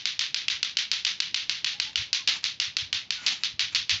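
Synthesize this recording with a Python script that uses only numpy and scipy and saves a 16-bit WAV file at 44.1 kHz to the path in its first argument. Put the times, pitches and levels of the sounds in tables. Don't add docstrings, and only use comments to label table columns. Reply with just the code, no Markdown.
import sys
import numpy as np
from scipy import signal
from scipy.fft import rfft, irfft
from scipy.io import wavfile
from scipy.ndimage import uniform_filter1d, minimum_filter1d

SR = 44100
rng = np.random.default_rng(int(sys.argv[2]) if len(sys.argv) > 2 else 0)


def wav_record(signal):
    frames = np.transpose(np.atleast_2d(signal))
    bounded = np.clip(frames, -1, 1)
    quanta = np.round(bounded * 32767).astype(np.int16)
    wavfile.write(sys.argv[1], SR, quanta)


N = 176400

# start in seconds, crack level in dB, lower and upper ring
# boosts in dB (before RING_DEPTH scales them), ground bounce delay in milliseconds, relative levels
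# in dB of the ground bounce, near wall, far wall and wash, and the wash's hold time in seconds.
BALL_HITS = [(-0.09, 1.3, 0.0, 0.0, 1.8, 0.0, -9.0, -6.0, 6.0, 0.065),
             (0.0556, 2.4, -1.5, -2.9, 1.34, -2.2, -6.3, -3.9, 3.2, 0.065),
             (0.1926, 1.1, 1.4, 1.2, 1.59, 0.6, -6.3, -1.0, 5.8, 0.066),
             (0.3446, 2.9, -1.1, -2.5, 2.04, -3.3, -14.5, -5.0, 2.9, 0.073),
             (0.4823, 1.4, 5.9, 3.5, 1.5, 2.5, -13.9, -5.6, 5.8, 0.069),
             (0.6294, 2.9, -0.4, -1.7, 1.41, 1.4, -9.9, -5.7, 2.0, 0.069),
             (0.7698, 1.5, 2.2, 0.3, 1.36, 3.3, -8.1, -0.6, 6.0, 0.056),
             (0.9155, 2.9, -1.5, 0.8, 1.32, 1.2, -3.8, 0.0, 4.5, 0.067),
             (1.0493, 1.3, 0.8, 3.4, 1.95, 2.9, -8.4, -0.1, 6.7, 0.064),
             (1.2028, 3.8, -3.3, -7.8, 1.86, 1.0, -13.5, -9.3, 1.8, 0.081),
             (1.3441, 1.7, 2.7, 1.0, 1.97, 2.3, -14.1, -6.5, 4.4, 0.084),
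             (1.4954, 3.2, -1.3, -3.5, 1.88, -0.5, -5.2, -5.2, 2.3, 0.089),
             (1.6449, 1.1, 2.5, 0.4, 2.0, 1.6, -14.2, -5.8, 5.8, 0.085),
             (1.7997, 3.1, -3.0, -1.8, 1.97, -0.0, -11.7, -12.1, 2.8, 0.076),
             (1.957, 1.2, 6.2, 3.2, 1.36, 2.7, -6.8, -4.9, 4.7, 0.071),
             (2.1298, 3.3, -6.5, 1.0, 1.9, 2.4, -3.4, -1.5, 5.0, 0.048),
             (2.2748, 0.8, 0.6, 2.9, 1.68, 5.2, 3.7, 1.7, 7.6, 0.06),
             (2.4411, 0.8, -3.9, 1.0, 1.54, -1.5, -2.0, -2.1, 4.2, 0.042),
             (2.5998, 1.1, 3.2, 4.4, 1.41, 1.5, -5.4, -3.7, 5.1, 0.064),
             (2.768, 3.0, -2.1, -2.4, 1.54, -0.5, -9.4, -5.5, 2.6, 0.055),
             (2.9284, 1.5, 4.5, 2.3, 1.7, -0.3, -7.1, -5.2, 4.0, 0.056),
             (3.1061, 2.5, -0.5, 0.7, 1.63, -1.9, -9.4, -6.4, 0.9, 0.061),
             (3.2641, 0.6, -2.0, 2.3, 2.4, 5.0, 0.9, 1.1, 6.7, 0.071),
             (3.4354, 1.3, -3.6, -5.0, 1.61, -3.1, -1.4, -4.9, 2.5, 0.044),
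             (3.5941, 1.5, 3.1, -0.8, 1.75, -0.5, 1.8, -3.5, 5.6, 0.058),
             (3.7485, 2.6, -4.3, -0.9, 1.68, 0.9, 3.0, -0.2, 5.1, 0.057),
             (3.8947, 1.9, 1.9, 0.8, 1.7, 1.0, 2.3, -0.2, 7.7, 0.049)]
# pitch in Hz, relative level in dB, seconds to fade by 60 dB.
BALL_RINGS = [(1378, -21.5, 0.0015), (2808, -4.5, 0.0045), (3463, -3.5, 0.0036), (4500, 3.5, 0.002),
              (5800, 1, 0.00049), (6480, -32, 0.0018)]
# frequency in Hz, relative level in dB.
ECHO_COLOUR = [(300, -52.5), (600, -34.5), (1000, -21.5), (1500, -13), (2000, -6.5), (2700, -2.5),
               (3700, 1), (4400, -1.5), (5200, -5.5), (6100, -8), (7200, -22.5), (8000, -37)]
# start in seconds, length in seconds, level in dB.
SANDAL_SCUFFS = [(1.93, 0.0051, -44), (2.28, 0.13, -41.5), (2.355, 0.02, -44), (2.425, 0.019, -43.5),
                 (3.17, 0.23, -40.5), (3.315, 0.025, -40), (3.38, 0.076, -51), (3.716, 0.031, -42.5)]
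# frequency in Hz, relative level in dB.
SANDAL_COLOUR = [(100, -14), (220, 5), (500, -7), (900, 5), (1500, 4.5), (2500, 12), (4500, 5), (7300, 0),
                 (8200, -44.5)]
# start in seconds, length in seconds, level in dB.
AIR_BUMPS = [(.51, 0.055, -56), (1.96, 0.081, -47.5), (2.67, 0.046, -52), (2.79, 0.087, -51),
             (2.925, 0.051, -52), (3.515, 0.054, -52.5), (3.62, 0.084, -53.5), (3.69, 0.22, -54.5),
             (3.91, 0.086, -42)]
# frequency in Hz, relative level in dB.
AIR_COLOUR = [(25, -25), (55, -6.5), (105, 4.5), (160, -15), (300, -28.5), (800, -71.5)]
# start and length in seconds, first and last pitch in Hz, level in dB.
FAR_TONES = [(1.726, .07, 830, 803, -59), (1.844, 0.09, 860, 875, -57), (2.184, 0.057, 1150, 990, -54),
             (3.149, 0.11, 1520, 1400, -49)]
# frequency in Hz, relative level in dB.
RUMBLE_COLOUR = [(20, -27), (40, -19.5), (62, -0.5), (108, 2), (170, 0), (290, -6), (500, -11), (900, -11),
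                 (2000, -22.5), (6000, -25.5), (9000, -55)]
# pitch in Hz, level in dB.
TOWN_HUM = [(107, -76), (189, -74.5), (296, -75.5)]

ECHO_SAMPLES = 16384
LOWER_RING_HZ, MAIN_RING_HZ, UPPER_RING_HZ = 2860, 4400, 5800
RING_DEPTH = 0.94
NEAR_WALL_S, FAR_WALL_S, WALL_WANDER_S = 0.011, 0.017, 0.00046
HOLD_DB_PER_S, FADE_DB_PER_S, TREBLE_DB_PER_S = 102, 237.5, 38


def toy():
    out = np.zeros(N)
    for start, db, lower_db, upper_db, lag_ms, ground_db, near_db, far_db, wash_db, hold_s in BALL_HITS:
        hit = crack(lower_db, upper_db)
        near_s, far_s = np.array([NEAR_WALL_S, FAR_WALL_S]) + WALL_WANDER_S * rng.standard_normal(2)
        add(out, start, from_db(db) * hit)
        add(out, start + lag_ms / 1000, from_db(ground_db) * ground_bounce(hit))
        add(out, start + near_s, from_db(near_db - 1) * wall_slap())
        add(out, start + far_s, from_db(far_db) * wall_slap())
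        add(out, start, from_db(near_db - 2) * early_scatter())
        add(out, start, from_db(wash_db + 0.07) * street_wash(lower_db, upper_db, hold_s))
    return out


def crack(lower_db, upper_db):
    t, out = np.arange(ECHO_SAMPLES // 32) / SR, 0
    for k, (hz, db, fade_s) in enumerate(BALL_RINGS):
        level = from_db(db + ring_boost_db(hz, lower_db, upper_db) - 60 * t / fade_s)
        pitch = hz * (1 + .03 * rng.normal())
        out = out + (-1) ** k * level * np.sin(2 * np.pi * pitch * t)
    out = signal.sosfilt(signal.butter(6, 7240, fs=SR, output="sos"), out)
    return unit(signal.sosfilt(signal.butter(3, 1325, "high", fs=SR, output="sos"), out))


def ring_boost_db(hz, lower_db, upper_db):
    return RING_DEPTH * np.interp(hz, [LOWER_RING_HZ, MAIN_RING_HZ, UPPER_RING_HZ], [lower_db, 0, upper_db])


def ground_bounce(hit, rough=0.71, copies_per_s=4000, delay_s=0.00064, fade_s=0.002):
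    t = np.arange(ECHO_SAMPLES // 32) / SR
    copies = (rng.random(len(t)) < copies_per_s / SR) * rng.choice([-1, 1], len(t))
    out = rough * unit(np.convolve(hit, copies * (t > delay_s) * np.exp(-t / fade_s)))
    add(out, 0, np.sqrt(1 - rough ** 2) * hit)
    return unit(out)


def wall_slap(rough=0.84, fade_s=0.0089):
    t = np.arange(ECHO_SAMPLES // 16) / SR
    out = rough * unit(coloured(rng.standard_normal(len(t)), ECHO_COLOUR) * np.exp(-t / fade_s))
    add(out, 0, np.sqrt(1 - rough ** 2) * crack(0, 0))
    return unit(out)


def early_scatter(start_s=0.0062, end_s=0.015):
    t = np.arange(ECHO_SAMPLES // 8) / SR
    return unit(coloured(rng.standard_normal(len(t)), ECHO_COLOUR) * (t > start_s) * (t < end_s))


def street_wash(lower_db, upper_db, hold_s, echoes_per_s=1500, echo_share=.3, start_s=.015, rise_s=0.0043):
    t = np.arange(ECHO_SAMPLES) / SR
    echoes = unit((rng.random(len(t)) < echoes_per_s / SR) * rng.standard_normal(len(t)))
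    blur = unit(rng.standard_normal(len(t)))
    colour = [(hz, db + 0.31 * ring_boost_db(hz, lower_db, upper_db)) for hz, db in ECHO_COLOUR]
    wash = coloured(np.sqrt(echo_share) * echoes + np.sqrt(1 - echo_share) * blur, colour)
    treble = signal.sosfiltfilt(signal.butter(2, 4900, "high", fs=SR, output="sos"), wash)
    wash = wash - treble * (1 - from_db(-TREBLE_DB_PER_S * t))
    rise = np.clip((t - start_s) / rise_s, 0, 1)
    fall_db = HOLD_DB_PER_S * np.minimum(t, hold_s) + FADE_DB_PER_S * np.maximum(t - hold_s, 0)
    return unit(wash * rise * from_db(-fall_db))


def sandals():
    return swells(SANDAL_SCUFFS, SANDAL_COLOUR)


def air_bumps():
    return swells(AIR_BUMPS, AIR_COLOUR)


def far_tones():
    t, out = np.arange(N) / SR, 0
    for start, length, first_hz, last_hz, db in FAR_TONES:
        progress = np.clip((t - start) / length, 0, 1)
        pitch = first_hz + (last_hz - first_hz) * progress
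        out = out + from_db(db) * np.sin(np.pi * progress) * wavering(pitch)
    return out


def town(rumble_db=-61, sway_db=0.66):
    sway = np.interp(np.arange(N), np.linspace(0, N, 20), rng.standard_normal(20))
    hum = sum(from_db(db) * wavering(hz) for hz, db in TOWN_HUM)
    return hum + from_db(rumble_db - sway_db * sway) * coloured(rng.standard_normal(N), RUMBLE_COLOUR)


def wavering(hz, wobble_hz=35):
    wobble = signal.sosfilt(signal.butter(2, wobble_hz, fs=SR, output="sos"), rng.standard_normal(N))
    phase = 2 * np.pi * np.cumsum(hz + np.zeros(N)) / SR
    return np.sqrt(2) * np.sin(phase + unit(wobble) * np.sqrt(N))


def swells(rows, colour):
    t = np.arange(N) / SR
    level = sum(from_db(db) * np.sin(np.pi * np.clip((t - start) / length, 0, 1))
                for start, length, db in rows)
    return level * coloured(rng.standard_normal(N), colour)


def coloured(noise, colour):
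    hz, db = np.transpose(colour)
    log_hz = np.log(np.fft.rfftfreq(len(noise), 1 / SR) + 1)
    gain = from_db(np.interp(log_hz, np.log(hz), db))
    return unit(irfft(rfft(noise) * gain, len(noise))) * np.sqrt(len(noise))


def from_db(db):
    return 10 ** (np.asarray(db) / 20)


def unit(x):
    return x / np.sqrt(np.sum(x ** 2) + 1e-20)


def add(out, start_s, x):
    k = int(round(start_s * SR))
    x, k = x[max(-k, 0):], max(k, 0)
    out[k:k + len(x)] += x[:max(len(out) - k, 0)]


def scene():
    return (toy() + sandals() + air_bumps() + town() + far_tones())[None]


def record(dry, ceiling=.5, window_s=.0015, cutoff_hz=8625):
    width = int(window_s * SR)
    gain = minimum_filter1d(ceiling / np.maximum(np.abs(dry), ceiling), width)
    limited = dry * uniform_filter1d(gain, width)
    return signal.sosfilt(signal.cheby2(14, 60, cutoff_hz, fs=SR, output="sos"), limited)


dry = scene()
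out = record(dry)
wav_record(out)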